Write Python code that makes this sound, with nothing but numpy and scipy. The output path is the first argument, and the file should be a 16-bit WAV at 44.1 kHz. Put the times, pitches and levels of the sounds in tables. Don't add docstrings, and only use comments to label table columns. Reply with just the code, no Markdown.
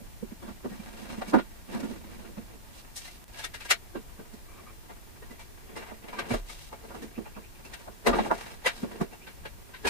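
import sys
import numpy as np
from scipy import signal
from scipy.fft import rfft, irfft, next_fast_len
from scipy.io import wavfile
from scipy.ndimage import uniform_filter1d

SR = 44100
rng = np.random.default_rng(int(sys.argv[2]) if len(sys.argv) > 2 else 0)


def wrap_up_sound(samples):
    columns = np.atleast_2d(samples).T
    tamed = np.clip(columns, -1, 1)
    steps = np.round(tamed * 32767).astype(np.int16)
    wavfile.write(sys.argv[1], SR, steps)


N = 436149
SIZE = next_fast_len(N + SR)
HZ = np.maximum(np.arange(SIZE // 2 + 1) * SR / SIZE, 1)
TIME = np.arange(N) / SR


def amp(db):
    return 10 ** (np.asarray(db) / 20)


def in_time(rows):
    time_s, *columns = np.transpose(rows)
    return [np.interp(TIME, time_s, column) for column in columns]


def through(x, response):
    response_rms = np.sqrt(np.mean(abs(response) ** 2))
    return irfft(rfft(x, SIZE) * response / response_rms, SIZE)[..., :N]


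def coloured(points):
    hz, db = np.transpose(points)
    spectrum_db = np.interp(np.log(HZ), np.log(hz), db)
    return through(rng.standard_normal((2, N)), amp(spectrum_db))


def sides(pan_db):
    return amp(np.array([pan_db, -pan_db]) / 2)


def unsteady(span_s):
    wander = uniform_filter1d(rng.standard_normal((2, N)), int(span_s * SR))
    return (wander[0] + 1j * wander[1]) / np.std(wander) / np.sqrt(2)


# time_s, level_db
RUMBLE_LEVEL = [(0, -49), (1, -50), (2.4, -48.5), (3, -52), (4.2, -49.5), (5.9, -51.5), (7, -50.5),
                (8.6, -50.5), (9.25, -54.5), (9.45, -45), (9.7, -52)]
# freq_hz, density_db
RUMBLE_SPECTRUM = [(8.8, -24), (15, -1), (43, -2.5), (70, -6.5), (101, -10), (119, -15.5), (200, -19),
                   (260, -52), (440, -120)]


def rumble():
    return amp(in_time(RUMBLE_LEVEL)[0]) * coloured(RUMBLE_SPECTRUM)


# freq_hz, density_db
HISS_SPECTRUM = [(59, -44), (100, -2), (140, -8), (386, -8.5), (487, -17), (861, -14.5), (1370, -19),
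                 (14500, -21.5), (15500, -13.5)]
HISS_DB = -50.5


def hiss():
    return amp(HISS_DB) * coloured(HISS_SPECTRUM)


ROOM_T60_S, ROOM_DB, ROOM_CUT_HZ = 0.073, -6.5, 8700


def workshop(x):
    t = np.arange(SR // 2) / SR
    decay = amp(-60 * t / ROOM_T60_S) * np.minimum(t / 0.0023, 1)
    tail = rng.standard_normal((2, len(t))) * decay
    return amp(ROOM_DB) * through(x, rfft(tail, SIZE) / (1 + 1j * HZ / ROOM_CUT_HZ))


# start_s, level_db
BIRD_CHIRPS = [(2.236, -64), (7.141, -54), (7.24, -53), (7.335, -56), (7.428, -54.5), (7.537, -57),
               (7.63, -61), (9.105, -57), (9.206, -54)]
CHIRP_FROM_HZ, CHIRP_TO_HZ, CHIRP_S = 2250, 2790, 0.049


def bird():
    out = np.zeros(N, complex)
    for start_s, level_db in BIRD_CHIRPS:
        u = np.clip((TIME - start_s) / CHIRP_S, 0, 1)
        cycles = CHIRP_S * (CHIRP_FROM_HZ * u + (CHIRP_TO_HZ - CHIRP_FROM_HZ) * u ** 2 / 2)
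        out += amp(level_db) * np.sin(np.pi * u) * np.exp(2j * np.pi * cycles)
    return np.real(out * (.6 + np.array([unsteady(.0015), unsteady(.0015)])))


# start_s, level_db, freq_hz, t60_s
FRAME_ROCKING = [(6.335, -29, 33.8, 0.68), (8.086, -29, 36, 0.63), (9.01, -40, 40, 0.28),
                 (6.315, -22.5, 115, 0.092), (8.11, -35, 65, .2), (9.849, -33, 71.5, 0.22)]


def rocking():
    out = np.zeros(N)
    for start_s, level_db, freq_hz, t60_s in FRAME_ROCKING:
        t = np.maximum(TIME - start_s, 0)
        swell = np.minimum(t / 0.0095, 1)
        out += amp(level_db - 60 * t / t60_s) * swell * np.sin(2 * np.pi * freq_hz * t)
    return out


# time_s, level_db
SQUEAK_LEVEL = [(4.48, -62), (4.54, -59), (4.57, -61), (4.6, -53), (4.63, -85), (4.67, -51), (4.7, -52),
                (4.73, -80)]
SQUEAK_HZ, SQUEAK_OCTAVE_DB = 1166, -7


def squeak():
    phase = 2 * np.pi * SQUEAK_HZ * TIME
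    sounding = (TIME > SQUEAK_LEVEL[0][0]) & (TIME < SQUEAK_LEVEL[-1][0])
    tone = np.exp(1j * phase) * (0.3 + .9 * unsteady(0.0039))
    octave = amp(SQUEAK_OCTAVE_DB) * np.exp(2j * phase) * (.4 + .9 * unsteady(.004))
    return sounding * amp(in_time(SQUEAK_LEVEL)[0]) * (tone + octave).real


TILT_HZ, DULL_HZ = 1480, 15800


def wood(low_hz, high_hz, modes):
    out = 1
    for freq_hz, width_hz, lift_db in modes:
        damping = 1j * HZ * width_hz
        out = out * (1 + (amp(lift_db) - 1) * damping / (freq_hz ** 2 - HZ ** 2 + damping))
    out = out / (1 + 1j * HZ / TILT_HZ) / (1 + (HZ / DULL_HZ) ** 4)
    band = signal.butter(3, [low_hz, high_hz], "band", fs=SR, output="sos")
    return out * signal.sosfreqz(band, HZ, fs=SR)[1]


# freq_hz, width_hz, lift_db
FIRST_MODES = [(217, 79, 14), (337, 68, 7.5), (414, 11, -1.5), (547, 18, 0.5), (683.5, 19, 11.5),
               (913, 59, 6), (1163, 89, 4), (1412, 68, 3.5), (1740, 106, 1), (1860, 34, 2.5),
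               (2054, 140, 4.5), (2270, 80, 4.5), (2740, 160, 3), (3090, 71, 3), (3720, 50, 4),
               (4183, 150, 3.5), (7040, 130, -18), (8860, 2200, 3)]
# freq_hz, width_hz, lift_db
SECOND_LOW_MODES = [(227, 126, 8.2), (351.5, 68, 8.6), (436, 32, 4.4)]
SECOND_FROM_S = 3.26


def drawers(force, band):
    second = TIME > SECOND_FROM_S
    first_ring = through(force * ~second, wood(*band, FIRST_MODES))
    second_ring = through(force * second, wood(*band, SECOND_LOW_MODES + FIRST_MODES[3:]))
    return first_ring + second_ring


SHARED_POWER = 0.48


def contact(rough_db, lag_s):
    step_db = rough_db * rng.standard_normal(N // 128 + 1)
    grit = rng.standard_normal((3, N)) * amp(step_db).repeat(128)[:N]
    common = np.array([np.roll(grit[0], round(lag_s * SR)), grit[0]])
    both = np.sqrt(SHARED_POWER) * common + np.sqrt(1 - SHARED_POWER) * grit[1:]
    return both / np.std(both)


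# start_s, peak_s, end_s, scrape_db, boom_db, dust_db
DRAWER_SLIDES = [(0.627, 1.137, 1.4, -48.5, 2, -5), (1.678, 1.73, 2.005, -45.5, 7.5, -5.5),
                 (1.936, 2.137, 2.5, -55, 5, -5.5), (2.687, 2.818, 2.8, -64.5, -18, 8.5),
                 (0, -0, 0.046, -62.5, 18, -20), (1.273, 1.314, 1.306, -50.5, 6, 6),
                 (2.5, 2.587, 2.54, -60, 13.5, -8), (2.95, 3.048, 3.18, -60.5, -20, 11.5),
                 (3.333, 3.396, 3.47, -49.5, -16, 3), (3.51, 3.69, 3.3, -53, -35, -4),
                 (4.46, 4.598, 4.8, -58, 1, -15), (5.644, 5.714, 5.93, -53.5, 5, -21),
                 (5.757, 5.845, 6, -47, -13, -12), (6.043, 6.233, 6.34, -45, 1.8, -17),
                 (6.262, 6.292, 6.4, -43.5, 1, -3), (6.46, 6.52, 6.6, -54, -28, 6),
                 (6.554, 6.646, 6.71, -61.5, -17, 10.5), (6.768, 6.904, 7.12, -54.5, 4, -7),
                 (7.665, 7.814, 7.96, -54.5, -6, -5), (8.042, 8.216, 8.38, -41.5, 7.5, -7),
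                 (8.314, 8.408, 8.57, -43.5, -8.5, -4.5), (8.621, 8.654, 8.73, -41.5, -25, -8.5),
                 (8.707, 8.782, 8.88, -49.5, -3, -0.5), (8.775, 8.933, 9.15, -51, 6, -8),
                 (9.41, 9.505, 9.2, -53, 8, -14), (9.25, 9.28, 8.4, -52, -11, -9),
                 (9.71, 9.78, 9.6, -48.5, -14, -9), (9.822, 9.882, 14, -50, -14, 1)]
# level_db of boom, scrape, dust
HANDLING_LEVELS_DB = [-63.5, -62.5, -79.5]
SLIDE_EDGE_DB = -12.5


def pressure():
    power = amp(HANDLING_LEVELS_DB)[:, None] ** 2 + np.zeros(N)
    for start_s, peak_s, end_s, scrape_db, boom_db, dust_db in DRAWER_SLIDES:
        corners_s = [start_s - .02, start_s, peak_s, end_s, end_s + .02]
        stroke_db = np.interp(TIME, corners_s, [-40, SLIDE_EDGE_DB, 0, SLIDE_EDGE_DB, -40])
        part_db = np.array([[boom_db], [0], [dust_db]])
        power = power + amp(scrape_db + stroke_db + part_db) ** 2
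    return np.sqrt(power)


# low_hz, high_hz
RUBBING_BANDS = [(120, 600), (600, 3000), (3000, 17000)]
# time_s, left_minus_right_db
RUBBING_PAN = [(0, 0), (3, -1.5), (4, 2), (9.89, -0.5)]
LEFT_LAG_S = [.0019, 0.00117, .0008, .0006]


def rubbing():
    clumps = uniform_filter1d(rng.standard_normal(N), size=700)
    grip = amp(2.5 * clumps / np.std(clumps)) * sides(in_time(RUBBING_PAN)[0])
    return sum(drawers(gain * grip * contact(1.9, lag_s), band)
               for gain, band, lag_s in zip(pressure(), RUBBING_BANDS, LEFT_LAG_S))


RISE_S, LEAD_SHARE = .016, 0.63
LEAD_IN_S, LEAD_IN_DB = 0.035, -12.5


def blow_rise(t):
    main = np.sin(np.pi / 2 * np.clip(t / RISE_S, 0, 1)) ** 3
    lead_in_db = LEAD_IN_DB + 40 * np.minimum(t - RISE_S / 2, 0) / LEAD_IN_S
    return np.maximum(main, amp(lead_in_db) * (t < RISE_S))


# time_s, body_db, hollow_db, hard_db, crack_db, low_note_hz, high_note_hz, sing_db, t60_s
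DRAWER_KNOCKS = [(0.225, -50.5, 20, -26, -16, 186, 1770, -11, 0.034),
                 (0.316, -60, 17.5, -26, -13, 220, 1620, 4.5, 0.04),
                 (0.424, -43, 2, -13.5, -14, 343, 3450, -2.5, 0.14),
                 (0.477, -41.5, -0.5, -12.5, -16, 212, 1380, -7, 0.11),
                 (0.646, -35, 7, -36, -30, 392, 1720, -4.5, 0.06),
                 (0.715, -51.5, 10, -10, -13, 201, 1870, 2, 0.07),
                 (0.798, -51.5, 8, -8, -5, 207, 2370, 5, 0.048),
                 (1.18, -48.5, 11, -23, -13, 217, 2780, 4.5, 0.042),
                 (1.216, -28, -26, -12.5, -21, 760, 1820, -6, 0.027),
                 (1.278, -45.5, 6, -3, 0, 210, 2280, -3, 0.075),
                 (1.336, -13.5, 0.5, -24, -35, 298, 1460, -6, 0.074),
                 (1.385, -27.5, -17, -10, -26, 412, 1423, 1, 0.041),
                 (1.745, -37.5, -2.5, -21, -24, 252, 1575, 4.5, 0.13),
                 (1.83, -36.5, 6, -16, -14, 277, 1430, -3, 0.06),
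                 (1.908, -44.5, 9.5, -22, -9, 232, 1410, 1, 0.041),
                 (2.247, -46, -4, -10, -17, 394.5, 1400, 5, 0.032),
                 (2.285, -52, 9, -11, -11, 347, 1780, -4, 0.077),
                 (2.374, -41.5, 9.5, -12, -17, 214, 2560, -5, 0.049),
                 (2.738, -61, -12, 3, 1, 197, 3460, -5, 0.055),
                 (2.961, -49.5, -29, 3, 15.5, 790, 1760, -10, 0.083),
                 (3.047, -51.5, -9, 0.5, 3, 315, 1810, -3, 0.061),
                 (3.08, -55, -14, 5, -4, 684, 2050, -1, 0.033),
                 (3.342, -50, -17, 2, -10, 228, 1650, -6, 0.15),
                 (3.388, -44, -22, 0.5, 0, 888, 1680, -3, 0.07),
                 (3.44, -40.5, -22, 7, 7.5, 1310, 3560, -2, 0.036),
                 (3.54, -42.5, -17, 4, 0.5, 620, 1684, -9, 0.055),
                 (3.605, -48.5, -15, 9, 3, 1245, 2570, -8, 0.061),
                 (3.651, -44.5, -5, 0, 2.5, 956, 1625, -5, 0.04),
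                 (3.705, -22, -24, 6.5, 2.5, 641, 2300, -10.5, 0.039),
                 (3.952, -34, 4.5, -13, -31, 350, 1580, -3.5, 0.055),
                 (4.191, -47, 5, -7, -18, 207, 1550, -5, 0.072),
                 (4.334, -55, 10, -10, 2, 214, 2110, -1, 0.052),
                 (4.896, -38, -12.5, -12.5, -23, 425, 2060, -3, 0.063),
                 (5.223, -44.5, -1, -9, -18, 432, 1865, -3.5, 0.053),
                 (5.308, -46.5, 1, -5.5, -8, 252, 2010, -1, 0.065),
                 (5.394, -47.5, -7, -1, -3, 934, 2320, -7, 0.089),
                 (5.761, -36, -3, -5.5, -8, 453, 2050, -7, 0.086),
                 (5.911, -40.5, -1.5, -24, -27, 378, 2380, -3, 0.06),
                 (6.082, -39.5, -1, -3.5, -14, 380, 2405, -10, 0.037),
                 (6.128, -38, -5, -8, -16, 985, 2350, -4.5, 0.096),
                 (6.188, -29, -7, -1, -10, 1180, 1564, 0.5, 0.032),
                 (6.306, -29, 2, -6.5, -11, 241.4, 2310, -3, 0.062),
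                 (6.338, -25, -4, -14.5, -14, 620, 2130, -5, 0.039),
                 (6.495, -45, -6, 1, 1, 1235, 2160, -5.5, 0.07),
                 (6.725, -36.5, -6, -13.5, -19, 860, 2210, -3, 0.052),
                 (6.837, -42.5, 0.5, -27, -17, 458, 1430, -4, 0.055),
                 (6.905, -38, -12, -24, -21, 356.4, 2424, -7, 0.049),
                 (6.942, -37.5, -1, -14, -16, 334, 1490, -6, 0.11),
                 (7.02, -43, 6.5, -6.5, -5.5, 283, 1807, -1, 0.082),
                 (7.177, -40.5, 10.5, -18, -27, 248, 1890, -5.5, 0.059),
                 (7.258, -43, -9, -16, -25, 846, 2710, -2.5, 0.067),
                 (7.363, -40, -2.5, -17, -29, 208, 1630, -8.5, 0.11),
                 (7.649, -45.5, -2, -4, -4, 273, 2650, 1, 0.058),
                 (7.735, -45.5, -20, 9, 2.5, 695, 1870, -14, 0.033),
                 (7.875, -38, -3, -42, -32, 692, 1620, 1.5, 0.046),
                 (8.066, -13.5, -4, -11, -14.5, 440, 2010, -4, 0.048),
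                 (8.093, -22.5, -4.5, -27, -31, 244, 1950, 3, 0.048),
                 (8.131, -21, -7, -14, -42, 1197, 1900, -7, 0.047),
                 (8.154, -26.5, -1, -22, -18.5, 368, 1670, -1, 0.082),
                 (8.186, -21, -7, -15, -32, 828, 2050, -9, 0.057),
                 (8.256, -32, -6, -28, -18, 832, 1700, 0.5, 0.04),
                 (8.309, -14.5, -12, -31, -33, 881, 1690, -10, 0.043),
                 (8.661, -23, -14, 3, -5, 502.4, 1980, -5.5, 0.051),
                 (8.831, -34, 7, -18, -24, 247, 1555, -1, 0.051),
                 (9.008, -26.5, 5, -16, -16, 197, 1780, -4, 0.047),
                 (9.128, -43.5, -5, -10, -13, 864, 2700, -4.5, 0.071),
                 (9.268, -45, -6, 0.5, -11, 183.1, 1540, -7.5, 0.076),
                 (9.453, -36.5, -3, -2, -14, 870, 1650, -7.5, 0.037),
                 (9.739, -50, -10, 6.5, -12, 1010, 1540, -4, 0.074),
                 (9.851, -26, 2, -4, -11.5, 421, 1660, -5, 0.035),
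                 (9.871, -29, -14, 2.5, 1, 933, 2490, -2, 0.051)]
# low_hz, high_hz
BLOW_BANDS = [(175, 500), (500, 1500), (1500, 4500), (4500, 17000)]
FALL_DIVISOR = [2, 0.88, 2.5, 1.64]
FALL_BEND, CREST_DB, HIGH_NOTE_DB = 1.36, -4.5, 1
PAN_DB_PER_DB, PAN_DB = .1, 0.54


def knocks():
    t = np.arange(SR // 2) / SR
    length = len(t)
    bursts = np.zeros((len(BLOW_BANDS), 2, N + length))
    notes = np.zeros((2, N + length), complex)
    t = t - LEAD_IN_S
    rise = blow_rise(t)
    for (time_s, body_db, hollow_db, hard_db, crack_db,
         low_hz, high_hz, sing_db, t60_s) in DRAWER_KNOCKS:
        at = round((time_s - LEAD_SHARE * RISE_S - LEAD_IN_S) * SR)
        edge_db = np.clip(hard_db - hollow_db, -30, 30)
        band_db = [hollow_db, 0, hard_db, crack_db]
        pan = sides(PAN_DB + PAN_DB_PER_DB * edge_db)[:, None]
        swell = rise * pan * amp(body_db + CREST_DB)
        fall_db = -60 * (np.maximum(t - RISE_S, 0) / max(t60_s, .01)) ** FALL_BEND
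        for k, db in enumerate(band_db):
            bursts[k, :, at:at + length] += swell * amp(db + fall_db / FALL_DIVISOR[k])
        low_db = band_db[int(low_hz > BLOW_BANDS[0][1])]
        low = amp(low_db) * np.exp(2j * np.pi * low_hz * t)
        high = amp(hard_db + HIGH_NOTE_DB) * np.exp(2j * np.pi * high_hz * t)
        notes[:, at:at + length] += swell * amp(fall_db + sing_db) * (low + high)
    blows = sum(drawers(burst[:, :N] * contact(1.26, lag_s), band)
                for burst, band, lag_s in zip(bursts, BLOW_BANDS, LEFT_LAG_S))
    blur = 1.34 + 1.37 * np.array([unsteady(0.0079), unsteady(0.014)])
    return blows + np.real(notes[:, :N] * blur)


def scene():
    near = knocks() + rubbing() + squeak() + bird()
    floor = rumble() + hiss()
    return near + workshop(near) + floor + rocking() * sides(0.5)[:, None]


# time_s, tick_db
DIP_TICKS = [(3.242, -26), (3.281, -33)]
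DIP_DB, CUTOFF_HZ = -5.5, 15830


def record(dry):
    dipped = (TIME > DIP_TICKS[0][0]) & (TIME < DIP_TICKS[1][0])
    out = dry * amp(DIP_DB * dipped)
    for time_s, tick_db in DIP_TICKS:
        out[:, round(time_s * SR)] += amp(tick_db)
    return signal.sosfilt(signal.cheby2(16, 70, CUTOFF_HZ, fs=SR, output="sos"), out)


dry = scene()
out = record(dry)
wrap_up_sound(out)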